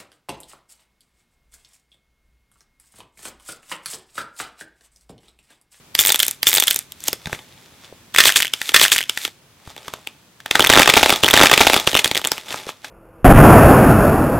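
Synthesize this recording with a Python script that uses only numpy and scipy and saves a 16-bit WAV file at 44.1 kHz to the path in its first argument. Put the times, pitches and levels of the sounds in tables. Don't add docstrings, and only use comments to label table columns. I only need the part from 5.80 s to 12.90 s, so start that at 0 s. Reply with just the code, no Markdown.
import sys
import numpy as np
from scipy import signal
from scipy.fft import rfft, irfft
from scipy.io import wavfile
from scipy.ndimage import uniform_filter1d

SR = 44100
rng = np.random.default_rng(int(sys.argv[2]) if len(sys.argv) > 2 else 0)


def bounce(signal):
    frames = np.transpose(np.atleast_2d(signal))
    limited = np.clip(frames, -1, 1)
    pcm = np.round(limited * 32767).astype(np.int16)
    wavfile.write(sys.argv[1], SR, pcm)


def gain_from_db(level_db):
    decades = np.asarray(level_db, float) / 20
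    return 10 ** decades


N = 313110
T = np.arange(N) / SR


def level(x):
    return x / np.sqrt(np.mean(x ** 2))


def resonate(x, peaks):
    out = 0
    for k, (hz, width_hz, db) in enumerate(peaks):
        b, a = signal.iirpeak(hz, hz / width_hz, fs=SR)
        out = out + (-1) ** k * gain_from_db(db) * signal.lfilter(b, a, x)
    return out


def unit_gain(peaks):
    impulse = np.eye(1, 4096)[0]
    return 1 / np.sqrt(np.sum(resonate(impulse, peaks) ** 2))


def colour(x, points):
    hz, db = np.transpose(points)
    f = np.maximum(np.arange(len(x) // 2 + 1) * SR / len(x), 1)
    gain = gain_from_db(np.interp(np.log(f), np.log(hz), db))
    return irfft(rfft(x) * gain, len(x))


def place(start_s, rows):
    out = np.zeros(N + rows.shape[1])
    for start, row in zip((start_s * SR).astype(int), rows):
        out[start:start + len(row)] += row
    return out[:N]


# hz, relative level_db (per Hz)
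AIR_SPECTRUM = [(24, -47), (40, -13), (124, -1.5), (220, -6), (467, -12.5), (770, -14.5), (2840, -18),
                (16000, -29)]
# hz, side_minus_mid_db
AIR_WIDTH = [(60, -16), (1300, -6), (12000, 1.5)]
# time_s, mid_rms_db
AIR_LEVEL = [(2.3, -51), (3.5, -54)]


def air():
    mid, side = (colour(rng.standard_normal(N), AIR_SPECTRUM) for _ in range(2))
    gain = gain_from_db(np.interp(T, *np.transpose(AIR_LEVEL))) / np.std(mid)
    side = colour(side, AIR_WIDTH)
    return gain * np.array([mid + side, mid - side])


# thin ear, turning the figure, holding it still, tuft on top,
# changing grip, cheeks caving in, kneading the holes, letting go
# from_s, snap_db and crumbs_db (re break), crumb_body_db and crumb_grit_db (re their crackle drive)
PARTS = [(0, -1, -26, -13.5, 3), (1.4, -8.5, -49, -3, 0), (1.64, -9, -23, -6.5, -20),
         (2.3, -2.5, -27.5, -16, 0), (3.55, -4, -25, -3, -5.5), (4.58, -5.5, -22.5, -3.5, -15.5),
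         (6.101, -5, -23, -5.5, -4.5), (6.62, -12, -28, -3.5, -9)]


def part(s):
    rows = np.array(PARTS)
    current = np.searchsorted(rows[:, 0], s, side="right") - 1
    return rows[current, 1:].T


FLAKE_HZ, FLAKE_DB_PER_OCTAVE = 5000, -4.5
SPIKE_DB, SPIKE_S = -4.5, 0.00071
EAR_UNTIL_S, EAR_TOP_DB = 1.4, -1
# hz, width_hz, level_db
BODY_PEAKS = [(161, 430, -11), (285.7, 81, -1.5), (530, 275, -3.5), (864, 150, 1.5), (1260, 360, -4.5)]
SHELL_PEAKS = [(1743, 1195, -1), (2630, 1960, 0.5), (3512, 460, 4.5), (5200, 4130, -8.5)]
GRIT_PEAKS = [(7150, 3370, -2.5), (13800, 2300, -7)]
# start_s, level_db, shard_ring_hz, thump_db (re level_db), ring_t60_ms
BREAKS = [(0.1514, 0.5, 4700, -13, 5.7), (0.1905, 7, 3520, -37.5, 12), (0.1995, 2, 7500, -29, 4),
          (0.2039, -3, 14600, -25.5, 5.7), (0.2105, 0, 14700, -24.5, 4.2), (0.21, -7.5, 3520, -15.5, 6),
          (0.2168, -4.5, 14800, -28, 3.3), (0.229, -8, 14500, -24, 4.6), (.251, 0, 3140, -13.5, 6.9),
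          (0.2617, 1, 14800, -21, 6.3), (0.271, -1, 7840, -22, 18), (0.2798, -4.5, 9600, -20.5, 3.4),
          (0.283, -3, 8500, -26, 8.2), (0.291, -5.5, 3000, -9.5, 15), (0.2943, -4.5, 4800, -13, 14),
          (.303, -3, 3550, -9, 21), (0.3214, 4, 8750, -36, 8.4), (0.3252, -4.5, 3500, -27, 6),
          (0.3447, -3.5, 3240, -9.5, 12), (0.353, -10, 3200, -37.5, 3.6), (.359, -0.5, 3370, -37, 2.1),
          (0.3925, -3.5, 8900, -28, 4.1), (0.3945, -8.5, 3390, -42.5, 5.5), (0.401, 0, 3340, -25, 8.3),
          (0.4032, -2, 3420, -25.5, 8), (0.4116, -14.5, 3500, -29.5, 4.1), (0.4258, -7.5, 8870, -49.5, 4.4),
          (0.4305, 4.5, 3520, -35.5, 8.4), (0.4477, -16.5, 9250, -32.5, 3.3),
          (0.452, -12.5, 8760, -33.5, 6.6), (0.4656, -8.5, 9160, -23, 3.4), (0.482, 1.5, 10300, -22, 3.1),
          (0.4891, -21.5, 8900, -35, 2.4), (0.5113, -7, 12100, -39.5, 2), (1.1212, -18.5, 3680, -19, 3.6),
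          (1.205, -26, 6000, -30, 6.6), (1.2393, -15, 7200, -25, 4.8), (1.257, -26.5, 7000, -11, 7.3),
          (1.2731, -15.5, 4100, -14.5, 10), (1.2815, -2.5, 6400, -21.5, 3), (1.2839, -2.5, 5230, -8.5, 2.5),
          (1.3304, -5, 5330, -12.5, 6.1), (1.4577, -16, 3700, -2.5, 8), (1.4706, -18, 1556, -1.5, 21),
          (1.496, -24.5, 1500, 3, 5.5), (1.5294, -8.5, 1700, -2.5, 6), (1.5485, -20, 2000, -16, 10),
          (1.59, -31, 3050, 6, 25), (2.3424, -16, 3280, -18, 7), (2.3475, -8, 1790, -30, 11),
          (2.362, -1.5, 1965, -34.5, 11), (2.3753, -7.5, 3100, -17.5, 11), (2.3847, 14.5, 1700, -26, 18.3),
          (2.4033, 11, 1806, -26.5, 24), (2.4384, 3, 3200, -20, 10), (2.4513, -6, 5970, -28.5, 4),
          (2.455, 7, 3140, -16.5, 16), (2.4663, -3.5, 3150, -17, 6.1), (2.4699, 1, 4040, -20, 8),
          (2.474, -5, 2200, -37, 4), (2.477, 1, 2000, -29, 5), (2.481, 2, 3310, -29.5, 5.9),
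          (2.4847, -2, 3340, -21, 3.6), (2.4926, 0, 1740, -30, 11), (2.501, -4.5, 2010, -22, 18),
          (2.5227, -4, 3100, -26.5, 5), (2.5322, -16.5, 2550, -20.5, 6), (2.5416, -13.5, 3290, -28.5, 4),
          (2.5597, 2, 3520, -31.5, 11), (2.5617, 0.5, 2546, -31, 24), (2.5677, -1, 7200, -39.5, 6.8),
          (2.5702, -0.5, 4400, -29.5, 5.6), (2.603, -3.5, 1886, -31, 11), (2.607, -5.5, 2760, -27, 4),
          (2.6226, 0.5, 3570, -26, 5), (2.6287, -3, 2840, -28.5, 12), (2.648, -9.5, 2000, -32, 9.5),
          (2.6544, -9, 3055, -24, 8.9), (2.6695, -13.5, 3270, -24, 3.75), (2.6795, -14.5, 3200, -38, 4.9),
          (2.7369, -1.5, 3200, -17, 10), (2.8158, -7, 1850, -19, 12), (2.8919, -7.5, 3310, -10, 18),
          (2.9191, -18.5, 3400, -4, 8.6), (3.8748, -30, 990, 1.5, 8), (3.9645, -25.5, 2920, 1.5, 7.6),
          (3.9787, -26, 3300, 1, 14), (4.0816, -16, 1196, -4.5, 12), (4.1378, -13, 1330, -6.5, 8),
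          (4.2725, -13, 2600, -8.5, 5), (4.603, -28, 1670, -34, 13), (4.6601, -13.5, 1600, -7, 9.8),
          (4.7109, -1, 3130, -8, 17), (4.7498, -14.5, 2000, -25, 4), (4.7539, 4, 1743, -8, 16),
          (4.795, 7, 1386, -7, 6.2), (4.8058, 5.5, 3200, -4.5, 8), (4.8204, -4.5, 3250, -6, 5),
          (4.8251, -2, 3250, -5.5, 10), (4.8422, 0.5, 1660, -20, 8.1), (4.8475, 2.5, 2110, -13, 8.7),
          (4.863, -1, 1810, -10, 4.9), (4.8707, 2, 3430, -24, 7), (4.874, -1.5, 13200, -28.5, 3.6),
          (4.8936, 0, 3210, -2.5, 4.8), (4.8995, 10.5, 2030, -0.5, 17), (4.9182, -0.5, 3480, -8, 7.5),
          (4.927, 4, 2734, -8, 7), (4.936, 10.5, 1845, -11, 7.9), (4.9423, -3.5, 3460, -9, 4),
          (4.949, -5.5, 3350, -2, 8), (4.9559, 6.5, 3440, -7.5, 5.36), (4.9637, 2.5, 1800, 0.5, 6.6),
          (4.9736, 7.5, 1490, 1.5, 13), (4.9764, -0.5, 3550, -9, 7.3), (4.9848, 3, 3090, -0.5, 15),
          (4.994, 9, 2080, -8, 10.5), (4.9977, 9.5, 2110, 0, 6), (5.009, 0.5, 1185, -13, 4),
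          (5.0174, 1.5, 2930, -21, 4), (5.02, 9, 1700, -14, 7.5), (5.028, -1, 2550, -23.5, 9.2),
          (5.0313, 5, 2410, -17.5, 8.5), (5.058, -3, 1723, -8, 20), (5.0756, 6.5, 2605, 0.5, 20),
          (5.0913, 0.5, 3350, -1, 22), (5.0985, 8, 2300, -6.5, 17), (5.1037, -2.5, 2400, -8.5, 7.8),
          (5.1227, -9, 3100, -9.5, 12), (5.1388, 11, 2426, -10, 5.8), (5.1563, -3.5, 3380, -17.5, 10),
          (5.1679, 3.5, 1290, -3, 11), (5.1716, 8.5, 2300, 0, 9), (5.177, 4.5, 2580, -9.5, 12),
          (5.1951, -4, 3810, -3, 4), (5.2118, -7, 1600, -2, 4), (5.23, 6.5, 2780, -2.5, 10),
          (5.2341, 1, 2560, -13, 14), (5.244, -2.5, 3520, -16.5, 4.7), (5.26, 1.5, 2750, -2.5, 13),
          (5.2836, -10, 2730, -10, 5), (5.2948, 6.5, 2410, -5, 4), (5.3031, 8, 2300, -21, 3.5),
          (5.3046, -0.5, 3360, -3, 6), (5.3254, 0, 1260, 2, 3.6), (5.3307, -9.5, 3360, -11.5, 5),
          (5.3365, -9, 3580, -9, 24), (5.3607, -5, 3570, -33, 4.5), (5.431, -7, 3740, -14, 3.7),
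          (5.4351, 6, 2790, -5, 8.4), (6.1158, -9, 3290, -12, 3.7), (6.1317, -8.5, 2870, 2, 7),
          (6.1444, -2.5, 2950, -25, 7.7), (6.1513, -0.5, 2690, -0.5, 17), (6.1653, 0, 2740, -6.5, 5.7),
          (6.1712, 2, 2700, -29, 10), (6.1755, -2.5, 3040, -22, 4), (6.1908, -3, 3050, -16, 5),
          (6.1928, 1.5, 3250, -16, 9), (6.2449, 8.5, 3480, -33, 6.3), (6.258, -3.5, 1700, -4.5, 9),
          (6.2773, -2.5, 4470, -29, 1.8), (6.3136, -2, 3030, -3.5, 8), (6.349, -3, 3170, -16.5, 4.6),
          (6.3551, -5, 2210, -8.5, 8), (6.368, -4.5, 2890, -6.5, 12), (6.3762, 0.5, 3670, -22, 3.4),
          (6.3947, -15.5, 1320, -6, 4), (6.4159, -14.5, 3100, -4, 4.5), (6.4427, -9.5, 2930, -9, 7),
          (6.4495, -1.5, 3360, -12.5, 4.9), (6.456, -10, 3380, -2, 6), (6.4727, 0, 7500, -18, 5),
          (6.5184, 3, 5200, -10.5, 2.9), (6.5804, -13, 2640, -6.5, 4.2), (6.706, -15.5, 3150, -7.5, 11),
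          (6.7257, -11, 2630, -21, 6), (6.684, -21, 2940, -17, 7.7), (6.7429, -14, 1570, 2.5, 4),
          (6.7885, -24, 3250, -5, 6), (6.891, -14.5, 2600, 2, 6.7), (7.045, -21, 1630, -6, 38)]


def breaks():
    s, db, hz, thump_db, t60_ms = np.transpose(BREAKS)[:, :, None]
    start_s = s[:, 0]
    snap_db = part(start_s)[0][:, None] + db
    flake_db = FLAKE_DB_PER_OCTAVE * np.log2(np.maximum(hz / FLAKE_HZ, 1))
    t = np.arange(2048) / SR
    chance = rng.standard_normal((len(s), len(t) + 3))
    noise, detune = chance[:, 3:], chance[:, :3]
    fade = np.log(1000) * (t / (np.maximum(t60_ms, 1) / 1000)) ** 1.019
    rise = 1 - np.exp(-t / .0001)

    jolt = 0.12 * np.cumsum(uniform_filter1d(noise, size=9, axis=1), axis=1)
    ring = 0
    for k, (share, spread) in enumerate([(0.82, 0.0015), (0.29, 0.081), (0.43, 0.082)]):
        partial_hz = hz * (1 + spread * detune[:, [k]])
        ring = ring + share * np.sin(2 * np.pi * partial_hz * t + jolt)
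    ring_shape = np.exp(-fade) + gain_from_db(SPIKE_DB) * np.exp(-t / SPIKE_S)
    shard = place(start_s, gain_from_db(db) * rise * ring_shape * ring / 2)

    rasp = noise * rise * (np.exp(-1.3 * fade) + gain_from_db(-21.5) * np.exp(-fade / 8))
    shell_drive = place(start_s, gain_from_db(db + flake_db) * 0.5 * rasp)
    shell = resonate(shell_drive, SHELL_PEAKS) * unit_gain(SHELL_PEAKS)

    side = np.sign(detune[:, :1])
    snap = 2.07 * side * (t == 0) + noise * rise * (np.exp(-t / 0.0003) + 0.12 * np.exp(-1.6 * fade))
    ticks = place(start_s, gain_from_db(snap_db) * snap)
    ear_top = resonate(ticks * (T < EAR_UNTIL_S), GRIT_PEAKS[1:])
    grit = resonate(ticks, GRIT_PEAKS) - gain_from_db(EAR_TOP_DB) * ear_top
    grit = grit * unit_gain(GRIT_PEAKS)

    push = 1.47 * side * rise * np.exp(-t / 0.00012)
    body_drive = place(start_s, gain_from_db(db + thump_db) * (0.32 * rasp + push))
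    thump = resonate(body_drive, BODY_PEAKS) * unit_gain(BODY_PEAKS)
    return shard + shell + grit + thump


def die_away(power, t60_s):
    return signal.lfilter([1], [1, -gain_from_db(-60 / (t60_s * SR)) ** 2], power)


SWELL_T60_S, SWELL_DB = 0.011, 3.5
SHOWER_T60_S, SETTLE_T60_S, SETTLE_DB = 0.032, 0.19, -7.5
# peak_s, crackle_db, rise_s, fall_s (rise and fall over 20 dB)
RUBS = [(0.188, -31.5, 0.017, 0.025), (0.199, -23, 0.022, .12), (1.111, -61, .1, 0.22),
        (1.277, -35, 0.086, 0.038), (1.543, -39, 0.16, 0.11), (1.8, -54, 0.73, 0.63),
        (2.055, -46.5, .12, 0.097), (2.477, -14, 0.07, 0.051), (2.564, -13.5, 0.011, 0.045),
        (2.889, -30, 0.16, 0.046), (3.5, -50, 0.024, 0.11), (3.911, -42.5, 0.098, 0.03),
        (4.07, -45.5, 0.29, 0.34), (4.76, -28, 0.064, 0.15), (4.85, -29, 0.094, 0.073),
        (4.989, -22.5, 0.059, 0.13), (5.172, -14.5, 0.04, 0.1), (5.3, -19, 0.22, 0.16),
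        (6.08, -19, 0.022, 0.065), (6.198, -26, .01, .04), (6.532, -35.5, 0.017, 0.17),
        (6.718, -29, 0.083, 0.18), (6.89, -28.5, 0.026, 0.036), (7.059, -38.5, 0.034, 0.09)]


def crackle_db():
    s, db = np.transpose(BREAKS)[:2]
    shaken = place(s, gain_from_db(db + part(s)[1])[:, None] ** 2)
    shower = die_away(shaken, SHOWER_T60_S)
    settling = gain_from_db(SETTLE_DB) ** 2 * die_away(shaken, SETTLE_T60_S)
    swell = gain_from_db(SWELL_DB) ** 2 * die_away(shaken[::-1], SWELL_T60_S)[::-1]
    power = shower + settling + swell + 1e-9
    for peak_s, rub_db, rise_s, fall_s in RUBS:
        distance = np.maximum((peak_s - T) / rise_s, (T - peak_s) / fall_s)
        power = power + gain_from_db(rub_db - 20 * distance) ** 2
    return 10 * np.log10(power)


LARGEST_CRUMB_DB = 10
CRUMB_COLOUR_DB = 3.5
GRIT_PER_DB, FIRM_DB = 1.2, -20


def crumbling(crumbs_per_s=1200, rub=0.6):
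    crackle = crackle_db()
    body_db, grit_db = part(T)[2:]
    shell_level_db = crackle
    body_level_db = crackle + body_db
    grit_level_db = FIRM_DB + GRIT_PER_DB * (crackle - FIRM_DB) + grit_db
    spread_db = np.interp(crackle, [-55, -30], [2, 5.2])
    size_db = np.minimum(spread_db * rng.exponential(size=N), LARGEST_CRUMB_DB)
    size = (rng.random(N) < crumbs_per_s / SR) * gain_from_db(size_db)
    layers = [(shell_level_db, SHELL_PEAKS), (body_level_db, BODY_PEAKS), (grit_level_db, GRIT_PEAKS)]
    out = 0
    for db, peaks in layers:
        hits = size * gain_from_db(CRUMB_COLOUR_DB * rng.standard_normal(N) - 1.6 * spread_db)
        burst = signal.lfilter([1], [1, -np.exp(-1 / (0.0003 * SR))], hits)
        drive = level(burst * rng.standard_normal(N)) + rub * rng.standard_normal(N)
        out = out + gain_from_db(db) * level(resonate(drive, peaks))
    return out


def room(x, t60_s=0.25, wet_db=-20):
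    t = np.arange(8192) / SR
    tail = rng.standard_normal(8192) * (1 - np.exp(-t / 0.0011)) * np.exp(-np.log(1000) * t / t60_s)
    tail = signal.lfilter(*signal.butter(1, 4500, fs=SR), tail)
    return gain_from_db(wet_db) * signal.fftconvolve(x, tail / np.linalg.norm(tail))[:N]


# start_s, level_db (before damping), pitch_hz
THUDS = [(0.189, -23, 70), (5.23, -13, 79.5), (1.3318, -14, 530), (1.46, -22, 149), (1.473, -18, 172),
         (1.529, -18, 116), (2.126, -25, 510), (3.8755, -26.5, 100), (6.8693, -19.5, 446)]


def thuds(decay_s=0.0022, at_hz=400):
    s, db, hz = np.transpose(THUDS)[:, :, None]
    t = np.arange(2048) / SR
    damping = np.exp(-t / decay_s * np.sqrt(hz / at_hz))
    return place(s[:, 0], -gain_from_db(db) * np.sin(2 * np.pi * hz * t) * damping)


def scene():
    clay = breaks() + crumbling() + thuds()
    return clay + room(clay) + air()


TOP_HZ = 15900
# hz, width_hz, level_db
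MIC_PEAK = [(3400, 320, -11.5)]


def microphone(dry):
    low_pass = signal.ellip(8, .2, 60, TOP_HZ, fs=SR, output="sos")
    lifted = dry + resonate(dry, MIC_PEAK)
    return np.clip(signal.sosfiltfilt(low_pass, lifted), -1, 1)


# start_s, length_s
REPLAYS = [(.142, 21126 / SR), (2.379, 24646 / SR), (4.803, 28167 / SR)]


def replay_bursts(x):
    for start_s, length_s in REPLAYS:
        i, k = int(start_s * SR), round(length_s * SR)
        x[:, i + k:i + 2 * k] = x[:, i:i + k]
    return x


def flickering_width(x, share=0.32, low_db=-15, high_db=-8.5):
    hz, _, mid = signal.stft(x.mean(axis=0), SR, nperseg=1024)
    band = (np.sqrt(hz / hz[-1]) * 30).astype(int)
    patch = rng.random((31, mid.shape[1] // 3 + 1)) < share
    spread = np.repeat(patch, 3, axis=1)[band, :mid.shape[1]]
    scatter = np.exp(2j * np.pi * rng.random(mid.shape))
    gain = gain_from_db(np.interp(hz, [2500, 8000], [low_db, high_db]))[:, None]
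    side = signal.istft(mid * spread * scatter * gain, SR, nperseg=1024)[1][:N]
    return x + np.array([side, -side])


def top_cut(x):
    return signal.sosfilt(signal.butter(12, 16930, fs=SR, output="sos"), x)


def record(dry):
    edited = replay_bursts(microphone(dry))
    mix = flickering_width(edited)
    return top_cut(mix)


dry = scene()
out = record(dry)
bounce(out)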